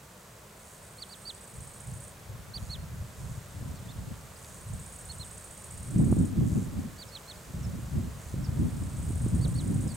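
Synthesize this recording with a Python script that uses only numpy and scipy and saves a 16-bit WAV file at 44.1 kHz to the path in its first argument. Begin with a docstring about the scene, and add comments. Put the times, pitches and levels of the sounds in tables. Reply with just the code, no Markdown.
"""First comes a soft rush of open air, with insects hissing and rattling in the grass of a mudflat.
A bush cricket rubs its wings into three long, swelling trills, and the grass gives two dry ticks.
Gusts buffet the microphone: big swirls of air (eddies) rumble, small ones flap and spit.
Wading birds give short whistles that rise and drop, in twos and threes, echoed by the far bank;
a farther bird answers with thin falling notes."""
import sys
import numpy as np
from scipy import signal
from scipy.fft import rfft, irfft, next_fast_len
from scipy.io import wavfile
from scipy.ndimage import map_coordinates

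SR = 44100
rng = np.random.default_rng(int(sys.argv[2]) if len(sys.argv) > 2 else 0)


def unload_wav(signal):
    """Save mono or channel-first audio to the path in sys.argv[1] as 16-bit WAV at rate SR, clipped to [-1, 1]."""
    wavfile.write(
        sys.argv[1],
        SR,
        np.round(np.clip(np.atleast_2d(signal).T, -1, 1) * 32767).astype(np.int16),
    )


N = 439236

# the bush cricket's trills: t/s, length/s, swell time/s, relative level/dB
CRICKET_TRILLS = [(.594, 1.52, 1.16, -51), (4.364, 1.93, 0.58, -50), (8.588, 1.45, .52, -50)]


def amp(db):
    """Turn decibels into a gain."""
    return 10 ** (np.asarray(db) / 20)


def unit(x):
    """Scale a signal to an average strength (rms) of 1."""
    return x / np.sqrt(np.mean(x ** 2) + 1e-20)


def along(points, hz):
    """Read between rows of f/Hz, value on a logarithmic frequency axis."""
    freqs, values = np.transpose(points)
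    return np.interp(np.log(hz + 1), np.log(freqs + 1), values)


def curve(rows):
    """Join rows of t/s, value with straight lines, one value per sample."""
    return np.interp(np.arange(N) / SR, *np.transpose(rows))


def wobble(rate):
    """A smooth curve through `rate` random values a second."""
    return map_coordinates(rng.standard_normal(int(N * rate / SR) + 4), [np.arange(N) * rate / SR])


def filtered(x, response):
    """Multiply each frequency in x by response(hz)."""
    size = next_fast_len(N + SR // 2)
    return irfft(rfft(x, size) * response(np.fft.rfftfreq(size, 1 / SR)), size)[..., :N]


def coloured(x, spectrum):
    """Give x a tone colour (rows of f/Hz, level/dB) and a strength of 1."""
    return unit(filtered(x, lambda hz: amp(along(spectrum, hz))))


def rush(spectrum, alike):
    """Coloured stereo noise; `alike` has rows of f/Hz, left-right likeness (1 = the same)."""
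    def response(hz):
        angle = np.arccos(np.clip(along(alike, hz), -1, 1)) / 2
        return amp(along(spectrum, hz)) * [np.cos(angle), np.sin(angle)]
    mid, side = filtered(rng.standard_normal((2, N)), response)
    return unit(np.array([mid + side, mid - side]))


def panned(x, left_db):
    """Place a sound in stereo; a negative left_db moves it to the right."""
    return x * amp([[left_db / 2], [-left_db / 2]])


def add(track, s, sound):
    """Mix a sound into a track at s seconds."""
    start = max(round(s * SR), 0)
    part = track[start:start + len(sound)]
    part += sound[:len(part)]


def sine(hz):
    """A pure tone that follows a pitch curve."""
    return np.sin(2 * np.pi * np.cumsum(hz) / SR)


def scrapes(rate_hz, uneven, sharp):
    """Noise that pulses as an insect's file, a row of tiny teeth, catches at an uneven rate."""
    turns = np.cumsum(rate_hz * np.exp(uneven * wobble(rate_hz / 2))) / SR
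    return rng.standard_normal(N) * np.exp(sharp * np.cos(2 * np.pi * turns))


def open_air():
    """The far rush of the open flat lifts a little as the breeze arrives."""
    colour = [(20, -29), (50, 0.5), (100, 1), (185, 0), (280, -12), (400, -7), (580, -4.5), (780, -10),
              (1050, -8.5), (1700, -12.5), (2800, -18), (5000, -20), (10000, -22), (15500, -24.5)]  # tone of the air: f/Hz, level/dB
    alike = [(50, 1), (200, 1), (600, 0.66), (2000, 0.48), (5000, 0.63), (9000, 0.98), (12000, 1)]  # how alike left and right are: f/Hz, likeness/0-1
    level_db = curve([(0, -51.5), (1.2, -50.5), (2.5, -50), (9.96, -49)])
    return amp(level_db) * rush(colour, alike)


def other_insects():
    """One insect scrapes out short rattles over the hiss of many distant ones."""
    rattles = [(.58, 0.22, -63.5), (2.562, 0.2, -61), (3.12, .32, -65), (4.365, 0.27, -60),
               (6.416, 0.29, -58.5), (8.15, 0.23, -61.5)]  # the bursts: t/s, length/s, relative level/dB
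    rattle_colour = [(4500, -23), (5700, -8), (6500, 3), (8500, 0.5), (10000, -2), (12000, -11),
                     (15000, -30)]  # their tone: f/Hz, level/dB
    chorus_levels = [(0, -59.5), (2.4, -60), (2.95, -59), (3.2, -55.5), (4.2, -56.5), (6.3, -57.5),
                     (7.2, -55.5), (8.0, -55.5), (8.45, -56.5), (9.96, -55.5)]  # the distant hiss: t/s, relative level/dB
    chorus_colour = [(4800, -14), (5700, -10.5), (6500, -4.5), (7400, -3), (8450, -2), (9300, -8.5),
                     (10500, -17.5), (13000, -43)]  # its tone: f/Hz, level/dB
    bursts = np.zeros(N)
    for s, length, db in rattles:
        add(bursts, s, amp(db) * signal.windows.tukey(int(length * SR), .5))
    rattle = bursts * coloured(scrapes(rate_hz=105, uneven=0.104, sharp=1.0), rattle_colour)
    hiss = coloured(scrapes(rate_hz=70, uneven=0.61, sharp=0.39), chorus_colour)
    chorus = amp(curve(chorus_levels)) * hiss
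    return panned(amp(3.5) * rattle, left_db=-3.5) + panned(amp(-3.5) * chorus, left_db=-6.0)


def grass_ticks():
    """Each dry tick is a short burst of noise around its own pitch."""
    ticks = [(4.141, -40, 1500), (4.4455, -38, 4600)]  # ticks in the grass: t/s, relative level/dB, f/Hz
    decay_s = 0.0022
    track, t = np.zeros(N), np.arange(SR // 40) / SR
    for s, db, hz in ticks:
        band = signal.butter(1, [hz / 2, 1.5 * hz], "bandpass", fs=SR, output="sos")
        noise = unit(signal.sosfilt(band, rng.standard_normal(len(t))))
        add(track, s, amp(db - 6) * np.exp(-t / decay_s) * noise)
    return panned(track, left_db=-2)


def airflow():
    """Strength of the large and the small eddies: gusts build, hold and die away over the breeze."""
    breeze = [(0, -67), (1.4, -63), (2.4, -53), (5.6, -52.5), (7.3, -58), (7.8, -43.5), (9.96, -43)]  # wind between the gusts: t/s, level/dB
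    gusts = [(1.57, 0.043, -46, .03), (1.899, 0.044, -38, 0), (2.31, 0.07, -43, 0.01),
             (2.564, 0.46, -39.5, 0.04), (3.249, 0.078, -36, 0.02), (3.606, .14, -37, 0.13),
             (3.904, 0.21, -39, 0.14), (4.676, 0.07, -39.5, 0.02), (5.077, 0.15, -45, .05),
             (5.783, 0.21, -37, 0.06), (5.984, .26, -25, 0.9), (6.388, .19, -25.5, .88),
             (6.703, 0.089, -31.5, 0.57), (7.583, .19, -34.5, 0.25), (7.97, 0.017, -29.5, 0.56),
             (8.35, 0.52, -34, 0.18), (8.607, 0.041, -26, 1), (8.998, 0.57, -30.5, .2),
             (9.328, 0.042, -24.5, 0.23), (9.663, 0.16, -26.5, 0.6)]  # gusts on the microphone: t/s, hold/s, level/dB, small-eddy share/0-1
    rise_s, fall_s = 0.048, 0.076
    t = np.arange(N) / SR
    split = lambda small_share: np.array([[1 - small_share], [small_share]])
    power = amp(curve(breeze)) ** 2 * split(small_share=0.12)
    for s, hold, db, small_share in gusts:
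        shape = np.exp(-np.maximum(s - t, 0) / rise_s - np.maximum(t - s - hold, 0) / fall_s)
        power += (amp(db) * shape) ** 2 * split(small_share)
    return np.sqrt(power)


def wind_knocks():
    """A hard eddy is one pointed dip in air pressure between two softer crests."""
    eddies = [(5.962, -12, 150), (6.126, -11, 250), (6.1275, -23, 720), (6.168, -14, 200),
              (8.342, -25, 270), (9.107, -21, 200), (9.264, -15.5, 220), (9.345, -12.5, 125)]  # the hardest eddies: t/s, relative level/dB, f/Hz
    knocks = np.zeros(N)
    for s, db, hz in eddies:
        cycles = np.arange(-2, 2, hz / SR)
        shape = np.exp(-3 * np.hypot(cycles, .09)) * np.hanning(len(cycles))
        add(knocks, s - 2 / hz, -amp(db) * np.cos(2 * np.pi * cycles) * shape)
    return knocks


def wind():
    """Large eddies rumble alike on both microphone openings; small ones flap brighter and apart."""
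    large_colour = [(20, -19), (45, -5), (72, 1.5), (125, 1), (195, -10.5), (250, -26), (330, -41),
                    (450, -39.5), (900, -92)]  # large, slow eddies: f/Hz, level/dB
    small_colour = [(20, -40), (45, -19), (68, -1), (100, 0.5), (180, 2), (250, -1.5), (310, -7.5),
                    (390, -16.5), (480, -25.5), (700, -34.5), (1300, -52), (3000, -80)]  # small, fast eddies: f/Hz, level/dB
    spit_colour = [(120, -30), (320, -10), (450, 8), (700, 3), (1200, -9), (2500, -47)]  # eddies breaking on an opening's edge: f/Hz, level/dB
    large_gain, small_gain = airflow()
    large = rush(large_colour, alike=[(50, 0.94), (200, 0.7)])
    puffs = unit(amp(1.8 * wobble(14)))
    small = puffs * rush(small_colour, alike=[(40, .94), (90, 0.72), (180, 0.31), (400, 0.1)])
    shared_db = 2.4 * wobble(75) + 1.2 * wobble(22)
    each_side_db = .8 * np.array([wobble(30), wobble(30)])
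    lumps = unit(amp(shared_db + each_side_db))
    spit = unit(lumps ** 2 * rush(spit_colour, alike=[(400, .05)]))
    spit_gain = amp(-26) * np.hypot(large_gain, 0.58 * small_gain)
    return lumps * (large_gain * large + small_gain * small) + spit_gain * spit + wind_knocks()


def wing_pressure(t, length, swell_s):
    """How hard the wings press, t seconds into a trill: it swells, holds and stops abruptly."""
    swell_db, attack_s, release_s = 9.5, 0.022, 0.073
    gate = np.clip(np.minimum((t + 0.048) / attack_s, (length - t) / release_s + .5), 0, 1)
    return gate * amp(-swell_db * np.clip(1 - t / swell_s, 0, 1))


def stroke_times():
    """Wing strokes stumble at first, find a rhythm that slows a little, and falter late in a trill."""
    periods = [.06132, .0614, .06196]  # starting stroke rhythm of each trill: period/s
    slowing_s, stumble_s, falter_after_s = .00026, 0.0074, 1.42
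    times, count = [], np.arange(40)
    for (s, length, swell_s, _), period in zip(CRICKET_TRILLS, periods):
        t = count * period + slowing_s * count ** 2 / 2
        unsteady = np.clip(1 - t / swell_s, 0, 1) + (t > falter_after_s)
        t += stumble_s * unsteady * rng.standard_normal(len(count))
        times.extend(s + t[t < length])
    return times


def bush_cricket():
    """Each wing stroke is a short hush, a rising zip, then the rasp of a file dragged over a scraper."""
    wing_colour = [(4500, -32), (5800, -22), (6500, -13.5), (6900, -4.5), (7600, -12), (7900, 2),
                   (8280, -5.5), (8430, 6.5), (8650, 1.5), (9300, -3), (10000, -6), (11200, -19),
                   (14000, -44)]  # ring of the wings: f/Hz, level/dB
    zips, hush = np.zeros(N), np.zeros(N)
    progress = np.linspace(0, 1, int(0.00855 * SR))
    zip_shape = np.interp(progress, [0, .15, .4, .6, 1], [0.1, 0.36, 0.2, 0.85, 0.21])
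    for s, chance in zip(stroke_times(), rng.standard_normal(size=(120, 18))):
        grit = map_coordinates(chance, [progress * (len(chance) - 1)])
        hz = (6100 + 3600 * progress) * (1 + 0.053 * grit)
        add(zips, s - .0046, amp(12 + 1.3 * chance[0]) * zip_shape * sine(hz))
        add(hush, s - .024, np.hanning(int(0.025 * SR)))
    t = np.arange(N) / SR
    effort = sum(amp(db) * wing_pressure(t - s, length, swell_s)
                 for s, length, swell_s, db in CRICKET_TRILLS)
    rasp = coloured(scrapes(rate_hz=150, uneven=0.89, sharp=0.37), wing_colour)
    rasp *= amp(-1.3 - 10.2 * hush + 0.97 * wobble(25))
    bite = (effort / amp(-50)) ** .3  # the zips stand out only once the wings press hard
    return panned(effort * (bite * zips + rasp), left_db=-3.5)


def reed_scatter(x):
    """Reeds and banks scatter a sound into a soft, fading tail."""
    fade_times = [(500, .3), (3000, 0.2), (4700, 0.21), (10000, 0.65)]  # the tail: f/Hz, time to fade by 60 dB/s
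    hz, t, noise = signal.stft(rng.standard_normal((2, SR // 2)), SR, nperseg=256)
    fade = amp(-60 * t / along(fade_times, hz)[:, None])
    _, tail = signal.istft(noise * fade, SR, nperseg=256)
    return signal.fftconvolve(x, tail / np.linalg.norm(tail[0]), axes=1)[:, :N]


def far_bird():
    """Thin notes that slide down, made ragged by the distance."""
    slurs = [(4.36, .01, 5300, 4500, -54), (7.07, 0.04, 6030, 4650, -59), (7.338, .045, 5370, 4100, -59),
             (7.63, 0.029, 5900, 5180, -53), (8.44, 0.028, 5900, 4440, -49.5),
             (9.871, 0.072, 5700, 4000, -54.5)]  # falling notes: t/s, length/s, start f/Hz, end f/Hz, relative level/dB
    song, quaver, flutter = np.zeros(N), wobble(400), wobble(160)
    for s, length, start_hz, end_hz, db in slurs:
        progress = np.linspace(0, 1, int(length * SR))
        now = np.minimum(int(s * SR) + np.arange(len(progress)), N - 1)
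        hz = (start_hz + (end_hz - start_hz) * progress ** 0.66) * (1 + 0.016 * quaver[now])
        arch = np.sqrt(4 * progress * (1 - progress))
        add(song, s, amp(db + 3.4 * flutter[now]) * arch * sine(hz))
    return panned(song, left_db=-10.5)


def waders():
    """Each whistle flicks up, creeps to its top note, then drops; the wet mud mirrors it just after."""
    # whistles: t/s, rise/s, fall/s, top f/Hz, slow share of the climb/0-1,
    # relative level at the top/dB, relative level in the fall/dB
    whistles = [(0.978, 0.04, 0.024, 4750, 0.7, -49, -36), (1.091, .032, .03, 4720, .4, -48.5, -43.5),
                (1.25, 0.034, 0.031, 4680, .3, -39, -35.5), (2.535, .028, 0.024, 4750, 0.8, -38.5, -37.5),
                (2.693, 0.033, 0.037, 4450, 0.36, -38.5, -37.5), (3.752, 0.016, .025, 4630, .3, -59, -55),
                (3.883, .024, .003, 3700, 0.4, -50.5, -57), (3.903, .005, .026, 4420, .3, -57, -52.5),
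                (5.088, 0.022, 0.026, 4400, 0.3, -42, -49), (5.194, 0.024, 0.029, 4220, 0.07, -42.5, -45.5),
                (6.977, 0.037, 0.029, 4600, .05, -47, -42.5), (7.115, .031, 0.034, 4410, 0, -49, -38.5),
                (7.274, 0.023, 0.032, 4380, 0.08, -46.5, -42.5),
                (9.407, 0.032, 0.025, 4620, 0.3, -48.5, -43), (9.549, 0.03, .043, 4600, 0.4, -50, -42)]
    start_share, end_hz = .84, 2920  # start at this share of the top pitch, end on one low note
    flick_s, roundness, mud_delay_s = .005, .28, .00232
    song = np.zeros(N)
    quaver, flutter_db = .007 * wobble(260), 1.7 * wobble(150)
    for s, rise, fall, top_hz, creep, top_db, fall_db in whistles:
        t = np.arange(int((rise + fall) * SR)) / SR
        now = int(s * SR) + np.arange(len(t))
        climb, drop = np.minimum(t / rise, 1), np.maximum(t - rise, 0) / fall
        below_top = (1 - climb) * (creep + (1 - creep) * np.exp(-t / flick_s))
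        fallen = (np.hypot(drop, roundness) - roundness) / (np.hypot(1, roundness) - roundness)
        hz = top_hz * (1 - (1 - start_share) * below_top) + (end_hz - top_hz) * fallen
        hz *= 1 + quaver[now]
        # the level swells to the top, blends into that of the fall, then fades
        into_fall = np.sin(np.pi / 2 * np.minimum(drop / .35, 1)) ** 2
        db = (1 - into_fall) * (top_db - 5 * (1 - climb)) + into_fall * (fall_db + 5.0 - 16 * drop)
        edges = np.clip(np.minimum(t / .005, (t[-1] - t) / .002), 0, 1)
        tone = sine(hz) + amp(-18) * sine(2 * hz)
        add(song, s, amp(db + flutter_db[now]) * edges * tone)
    mirrored = filtered(song, lambda hz: 1 + .2 * np.exp(-2j * np.pi * hz * mud_delay_s))
    return panned(mirrored, left_db=-5.5)


def scene():
    """The birds and their echoes, with the insects, wind, open air and ticks."""
    bank_delay_s = 0.073
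    near, far = waders(), far_bird()
    bank_echo = filtered(near, lambda hz: np.exp(-2j * np.pi * hz * bank_delay_s))
    tails = reed_scatter(amp(-20) * near + amp(-18.5) * bank_echo + amp(-10) * far)
    birds = near + amp(-1.5) * far + tails
    return birds + bush_cricket() + other_insects() + wind() + open_air() + grass_ticks()


def record(dry):
    """Cut away the very highest treble."""
    return filtered(dry, lambda hz: hz < 15830)


dry = scene()
out = record(dry)
unload_wav(out)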